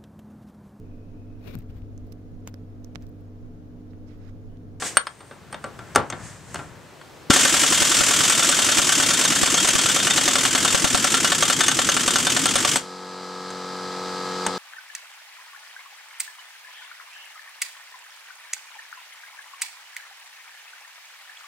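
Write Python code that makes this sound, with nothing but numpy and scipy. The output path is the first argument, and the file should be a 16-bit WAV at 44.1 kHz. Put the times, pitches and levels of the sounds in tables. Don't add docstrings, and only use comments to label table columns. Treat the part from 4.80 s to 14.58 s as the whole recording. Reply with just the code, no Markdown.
import sys
import numpy as np
from scipy import signal
from scipy.fft import rfft, irfft, next_fast_len
from scipy.io import wavfile
from scipy.ndimage import uniform_filter1d

SR = 44100
rng = np.random.default_rng(int(sys.argv[2]) if len(sys.argv) > 2 else 0)


def output_pcm(signal):
    pcm = np.clip(np.atleast_2d(signal).T, -1, 1) * 32767
    wavfile.write(sys.argv[1], SR, np.round(pcm).astype(np.int16))


N = 431298
TIME_S = np.arange(N) / SR

BLOW_TIMES_S = [2.504, 2.561, 2.6507, 2.7405, 2.8354, 2.923, 3.0183, 3.1143, 3.2063, 3.308, 3.4055, 3.4978,
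                3.5944, 3.6902, 3.7882, 3.8872, 3.9885, 4.0915, 4.1989, 4.305, 4.4122, 4.5206, 4.6324,
                4.7417, 4.8456, 4.9526, 5.0585, 5.1616, 5.2701, 5.3791, 5.478, 5.5549, 5.6512, 5.7496,
                5.8483, 5.9464, 6.044, 6.1456, 6.243, 6.3415, 6.445, 6.5193, 6.6244, 6.6992, 6.8065, 6.882,
                6.989, 7.0886, 7.1653, 7.2775, 7.3568, 7.468, 7.5645, 7.657, 7.7551, 7.8484, 7.958]
# time in seconds, blow level in dB, slap delay in seconds, slap level in dB.
GRIP = [(2.5, -5, 0.03, -11.5), (3.0, -9, 0.026, -15), (3.6, -9, 0.031, -14.5), (4.5, -12, 0.04, -12.5),
        (5.28, -11.5, 0.039, -10), (5.37, -8, 0.03, -18), (6.55, -8, 0.03, -19.5), (6.75, -8, 0.033, -13.5),
        (7.96, -11, .024, -25.5)]


def contacts():
    blows = np.array(BLOW_TIMES_S)
    blow_db, delay_s, slap_db = (curve[(blows * SR).astype(int)] for curve in envelopes(GRIP))
    scatter = rng.standard_normal((len(blows), 3))
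    slaps = blows + delay_s + 0.0015 * scatter[:, 0]
    blow_db += 0.6 * scatter[:, 1]
    slap_db += 2.5 * scatter[:, 2]
    return np.r_[blows, slaps[:-1]], np.r_[blow_db, slap_db[:-1]]


# frequency in Hz, gain in dB, t60 in seconds before added damping.
WHEEL_MODES = [(261, -8, 0.14), (565, -6, 0.095), (738.5, -6.5, 0.098), (1159, -0.5, 0.061),
               (1367, 1.5, 0.075), (1536, -1, 0.082), (1778, -0.5, 0.053), (2920, -6, 0.13),
               (3240, -8, 0.17), (3450, -7.5, 0.054), (3620, -3, 0.092), (4400, -8, 0.11),
               (5050, -10, 0.076)]
SOCKET_MODES = [(5480, -8.5, 0.035), (6385, 3, 0.025), (7360, -4, 0.04), (8060, 1.5, 0.028),
                (8520, -0.5, 0.015), (8820, 1.5, 0.019)]


def hammering(times, db):
    blows, slaps = slice(len(BLOW_TIMES_S)), slice(len(BLOW_TIMES_S), None)
    low = [mode for mode in WHEEL_MODES if mode[0] < 1300]
    clank = [mode for mode in WHEEL_MODES if 3000 < mode[0] < 4000]
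    wheel = strike(times[blows], db[blows] - 2, low, chatter_s=0.012, spread_db=1, damping=1.34, touches=7)
    wheel += strike(times, db - 3, WHEEL_MODES[len(low):],
                    chatter_s=0.011, spread_db=1, damping=1.32, touches=7)
    wheel += strike(times[slaps], db[slaps] + 3.5, clank, chatter_s=0.008, spread_db=4, touches=4)
    socket = strike(times, db - 5, SOCKET_MODES, chatter_s=0.012, spread_db=5, touches=10)
    return wheel + socket + crack(times, db + 13.5, decay_s=0.0081, band_hz=(630, 4700))


TRIGGER_ON_S, TRIGGER_OFF_S = 2.498, 7.966
PUFF_LEADS_S = [.021, .045, .070, .097]


def vane_puffs(blows, restart_s=0.0273):
    run_up = blows[1:, None] - np.array(PUFF_LEADS_S)
    turning = run_up > blows[:-1, None] + restart_s + 0.012
    times = np.c_[blows[1:], blows[:-1] + restart_s, run_up]
    times += 0.0023 * rng.standard_normal(times.shape)
    gains = amp(1.6 * rng.standard_normal(times.shape)) * np.c_[np.ones((len(run_up), 2)), turning]
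    pockets = impulses(times, gains)
    return decay(pockets, 0.0097) - decay(pockets, 0.0021)


def muffler_chugs(blows, from_hz=200.5, to_hz=395, length_s=0.0386):
    progress = np.linspace(0, 1, int(length_s * SR))
    cycles = length_s * (from_hz * progress + (to_hz - from_hz) * progress ** 2 / 2)
    swoop = np.sin(np.pi * progress ** 1.62) * np.sin(2 * np.pi * cycles)
    lead_s = 0.033 + 0.001954 * (blows - TRIGGER_ON_S)
    rushes = impulses(blows - lead_s, amp(0.94 * rng.standard_normal(len(blows))))
    return signal.fftconvolve(rushes, swoop)[:N]


# frequency in Hz, relative density in dB.
JET_SPECTRUM = [(240, -43), (400, -11), (653, -7), (738, -12), (901, -9.5), (1340, -4), (2470, -5.5),
                (3160, -1.5), (4040, -8), (7570, -1), (15500, -28.5)]
THROB_SPECTRUM = [(15, -54), (25, -25.5), (145, -2.5), (213, -3.5), (264, 0), (500, -14), (1100, -110)]
# frequency in Hz, left-right correlation.
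EXHAUST_CORRELATION = [(60, 0.64), (240, 0.9), (950, 0.77), (3770, 0.93), (15000, 0.33)]


def exhaust(opening_s=0.0054, shut_db_per_s=404, bleed_db_per_s=65):
    blows = np.array(BLOW_TIMES_S)
    held_s = np.clip(TIME_S, TRIGGER_ON_S, TRIGGER_OFF_S) - TRIGGER_ON_S
    released_s = np.maximum(TIME_S - TRIGGER_OFF_S, 0)
    opening = np.minimum(held_s / opening_s, 1) ** 2
    closing = amp(-shut_db_per_s * released_s) + amp(-21 - bleed_db_per_s * released_s)
    puff_depth = np.interp(held_s, [0, held_s[-1]], [0.54, 0.71]) * (released_s == 0)
    puffing = 1 - puff_depth + 2.87 * puff_depth * vane_puffs(blows)
    jet = amp(-1.5 - 2 * held_s) * puffing * noise(JET_SPECTRUM, EXHAUST_CORRELATION)
    stall = uniform_filter1d(decay(impulses(blows + 0.0049, 0.79), 0.049), 130)
    surge_db = 20 * np.exp(-held_s / 0.018)
    throb = amp(-19 - 0.2 * held_s + surge_db) * noise(THROB_SPECTRUM, EXHAUST_CORRELATION)
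    throb *= 1.2 - 0.89 * stall
    chugs = amp(-10 - 1.6 * held_s) * muffler_chugs(blows[1:])
    return opening * closing * (jet + throb + chugs)


POP_TIMES_S = [3.02, 3.212, 3.9887, 4.633, 4.954, 5.946, 6.0442, 6.1462]


def jolts(times, db, pop_db=7, pop_s=0.00125, recovery_s=0.003):
    starts = np.array(POP_TIMES_S)
    pulses = np.cumsum(impulses(starts + pop_s, amp(pop_db)) - impulses(starts, amp(pop_db)))
    pops = pulses - decay(pulses, recovery_s) / (recovery_s * SR)
    rattle = crack(times + 0.0012, db + 18.5, decay_s=0.0026, band_hz=(186, 1700))
    return (rattle + uniform_filter1d(pops, 9)) * [[1], [-1]]


# start in seconds, then wheel, socket and thud levels in relative dB.
KNOCKS = [(0.022, -19, -37, -31), (0.17, 3.5, 1, -44), (0.269, -10.5, -25, -47), (0.406, -31, -39, -38),
          (0.511, -31, -53, -37), (0.727, -21, -28, -33), (0.744, -21.5, -36, -47),
          (0.841, -19.5, -32.5, -29), (0.99, -28, -39, -36.5), (1.15, -18, -21.5, -29),
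          (1.159, 0, -6, -7.5), (1.301, -15, -17.5, -36), (1.325, -14, -43, -27), (1.744, -18.5, -23, -32),
          (1.757, -17.5, -29, -63), (1.79, -24, -50, -32), (2.213, -31.5, -53, -59), (8.704, -28, -28, -36),
          (9.665, -12, -15, -30)]
# frequency in Hz, gain in dB, t60 in seconds before added damping.
LOOSE_MODES = [(8610, 1, 0.045), (8880, -3, 0.038)]


def knocks(seated_s=0.735):
    times, wheel_db, socket_db, thud_db = np.transpose(KNOCKS)
    loose = times < seated_s
    wheel = strike(times, wheel_db - 11, WHEEL_MODES, chatter_s=0.004, spread_db=2.5, damping=2.7)
    socket = strike(times[~loose], socket_db[~loose] - 5, SOCKET_MODES,
                    chatter_s=0.0066, spread_db=3, damping=1.85)
    socket += strike(times[loose], socket_db[loose], LOOSE_MODES, chatter_s=0.0068, spread_db=0.5)
    jingle_db = np.minimum(socket_db[loose], -40) - 5.5
    jingle = strike(times[loose] - 0.015, jingle_db, LOOSE_MODES, chatter_s=0.17, spread_db=2, touches=30)
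    thud = crack(times, thud_db + 15, decay_s=0.036, band_hz=(105, 1080))
    thud += strike(times, thud_db - 4, WHEEL_MODES[:6], chatter_s=0.0089, spread_db=3, damping=0.68)
    wheel += crack(times, wheel_db + 8.5, decay_s=0.0065, band_hz=(680, 1960))
    socket += crack(times, socket_db + 0.5, decay_s=0.0027, band_hz=(3600, 6600))
    return wheel + socket + jingle + thud


# multiple of the crank rate, relative level in dB.
CRANK_ORDERS = [(4, 1), (6, -3.5), (7, -11), (8, 0), (10, 2), (11, 0.5), (16, -6.5), (17, -8), (19, -2),
                (20, -6), (22, -5.5), (26, -2), (28, 3.5), (29, -4.5), (36, -5), (37, -11), (89, -8),
                (107, -7), (129, -15)]
# frequency in Hz, relative density in dB.
VALVE_SPECTRUM = [(1350, -25), (1680, -1), (1900, -3), (2670, -11.5), (4010, -3), (4940, 0), (5440, -25),
                  (7570, -9.5), (13000, -42)]
PUMP_HISS_SPECTRUM = [(35, -59), (60, -36), (179, -11), (231, -17), (1290, -5.5), (2530, -19),
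                      (4970, -11.5), (15500, -43)]


def compressor(start_s=3.5, crank_hz=45.89, swell_db_per_s=10):
    crank_rad = 2 * np.pi * crank_hz * TIME_S
    turn_rad = np.linspace(0, 2 * np.pi, 4096)
    low_orders = {k: -13.5 + 3.4 * rng.standard_normal() for k in range(5, 30)} | dict(CRANK_ORDERS)
    drone = sum(amp(db) * np.cos(k * turn_rad + 1.21 * rng.standard_normal())
                for k, db in low_orders.items())
    high_orders = np.arange(30, 270)
    gains = amp(at_hz(VALVE_SPECTRUM, high_orders * crank_hz) + 3.6 * rng.standard_normal(len(high_orders)))
    phases = rng.uniform(0, 2 * np.pi, (len(high_orders), 1))
    clatter = gains @ np.cos(high_orders[:, None] * turn_rad + phases)
    one_turn = amp(-27) * unit_rms(drone) + amp(-37) * unit_rms(clatter)
    hiss = amp(-34) * noise(PUMP_HISS_SPECTRUM, correlation=[(100, 1), (3000, 0.85), (15000, 0.11)])
    hiss *= 1 + 0.31 * np.cos(2 * crank_rad)
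    swell_db = -31 + swell_db_per_s * (TIME_S - N / SR)
    hiss += amp(swell_db) * bandpass(rng.standard_normal((2, N)), (3300, 4500))
    fade_in = np.clip(TIME_S - start_s, 0, 1)
    return fade_in * (np.interp(crank_rad % (2 * np.pi), turn_rad, one_turn) + hiss)


# time in seconds, rumble level in dB, rustle level in dB.
HANDLING = [(0, -46, -36), (.07, -58, -27.5), (.15, -48, -46), (.7, -41, -58), (1.1, -39, -52),
            (1.38, -29.5, -43), (1.46, -31, -34), (1.62, -40, -46.5), (1.77, -33, -38.5),
            (1.93, -38.5, -54), (2.45, -62, -59)]
# frequency in Hz, relative density in dB.
RUMBLE_SPECTRUM = [(18, -49), (30, -23), (107, -1.5), (397, -19), (1750, -19.5), (3000, -36), (6600, -120)]
RUSTLE_SPECTRUM = [(880, -33), (1600, -7), (4400, -13), (7910, -5), (15500, -37)]


def handling():
    rumble_db, rustle_db = envelopes(HANDLING)
    correlation = [(100, 0.78), (2000, 0.93), (12000, 0.28)]
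    rumble = amp(rumble_db) * noise(RUMBLE_SPECTRUM, correlation)
    rustle = amp(rustle_db) * noise(RUSTLE_SPECTRUM, correlation)
    return (TIME_S < HANDLING[-1][0]) * (rumble + rustle)


def garage_air():
    hz_db = [(18, -56), (30, -29), (144, -7), (237, -15), (360, -9.5), (4090, -26.5), (15500, -42)]
    return amp(-42) * noise(hz_db, correlation=[(100, 0.59), (12000, 0.7)])


def garage_reverb(x, bass_t60_s=0.1933, half_t60_hz=12600):
    size = next_fast_len(N + SR)
    hz, spectrum, sides = bin_hz(size), rfft(x, size), []
    loss_db_per_s = 60 / bass_t60_s * (1 + hz / half_t60_hz)
    for delays_s in rng.uniform(0.009, 0.045, (2, 10)):
        loops = [amp(-loss_db_per_s * delay) * np.exp(-2j * np.pi * hz * delay) for delay in delays_s]
        response = sum((-1) ** k * loop / (1 - loop) for k, loop in enumerate(loops))
        sides.append(irfft(spectrum * response, size)[:N])
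    return np.array(sides)


def strike(times, level_db, modes, chatter_s, spread_db, damping=1.28, touches=3):
    lateness = rng.random((len(times), touches)) * (np.arange(touches) > 0)
    touch_s = times[:, None] + chatter_s * lateness
    ringing = np.zeros(N)
    for hz, mode_db, t60_s in modes:
        scatter_db = spread_db * rng.standard_normal((len(times), 1))
        gains = amp(level_db[:, None] + mode_db - 7.7 * lateness + scatter_db)
        clicks = impulses(touch_s, gains * rng.choice([-1, 1], touch_s.shape))
        radius, angle = amp(-60 * damping / (t60_s * SR)), 2 * np.pi * hz / SR
        feedback = [1, -2 * radius * np.cos(angle), radius ** 2]
        ringing += signal.lfilter([0, np.sin(angle)], feedback, clicks + 1e-18)
    return ringing


def crack(times, level_db, decay_s, band_hz):
    return bandpass(decay(impulses(times, amp(level_db)), decay_s) * rng.standard_normal(N), band_hz)


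def noise(spectrum, correlation):
    hz = bin_hz(N)
    alike = at_hz(correlation, hz)
    mid, side = rfft(rng.standard_normal((2, N))) * amp(at_hz(spectrum, hz))
    return unit_rms(irfft(np.sqrt(1 + alike) * mid + np.sqrt(1 - alike) * side * [[1], [-1]], N))


def bandpass(x, band_hz):
    return signal.sosfilt(signal.butter(2, band_hz, "band", fs=SR, output="sos"), x)


def decay(x, seconds):
    return signal.lfilter([1], [1, -np.exp(-1 / (seconds * SR))], x + 1e-18)


def impulses(times, gains):
    train = np.zeros(N)
    np.add.at(train, np.clip((times * SR).astype(int), 0, N - 1), gains)
    return train


def envelopes(rows):
    times, *columns = np.transpose(rows)
    return [np.interp(TIME_S, times, column) for column in columns]


def at_hz(points, hz):
    point_hz, values = np.transpose(points)
    return np.interp(np.log(hz), np.log(point_hz), values)


def bin_hz(size):
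    return np.maximum(np.arange(size // 2 + 1) * SR / size, 1)


def amp(db):
    return 10 ** (db / 20)


def unit_rms(x):
    return x / np.sqrt(np.mean(x ** 2) + 1e-20)


def scene():
    times, db = contacts()
    metal = hammering(times, db) + knocks()
    background = handling() + garage_air()
    return metal + amp(-14) * garage_reverb(metal) + exhaust() + compressor() + jolts(times, db) + background


# frequency in Hz, left minus right in dB.
BALANCE = [(60, 5), (380, 1.5), (15000, 0.5)]


def record(dry, overload=2.9, threshold_db=-25.5, release_db_per_s=9.9, cutoff_hz=15700):
    rounded = overload * np.tanh(dry / overload)
    level_db = 10 * np.log10(decay(np.mean(rounded ** 2, 0), 0.075) / (0.06 * SR) + 1e-12)
    release_db = release_db_per_s * TIME_S
    held_db = np.maximum.accumulate(level_db + release_db) - release_db
    levelled = rounded * amp(-0.6 * np.maximum(held_db - threshold_db, 0))
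    balance = amp(at_hz(BALANCE, bin_hz(N)) / 2 * [[1], [-1]])
    clipped = np.clip(irfft(rfft(levelled) * balance, N), -1, 1)
    return signal.sosfilt(signal.ellip(10, 1, 60, cutoff_hz, fs=SR, output="sos"), clipped)


dry = scene()
out = record(dry)
output_pcm(out)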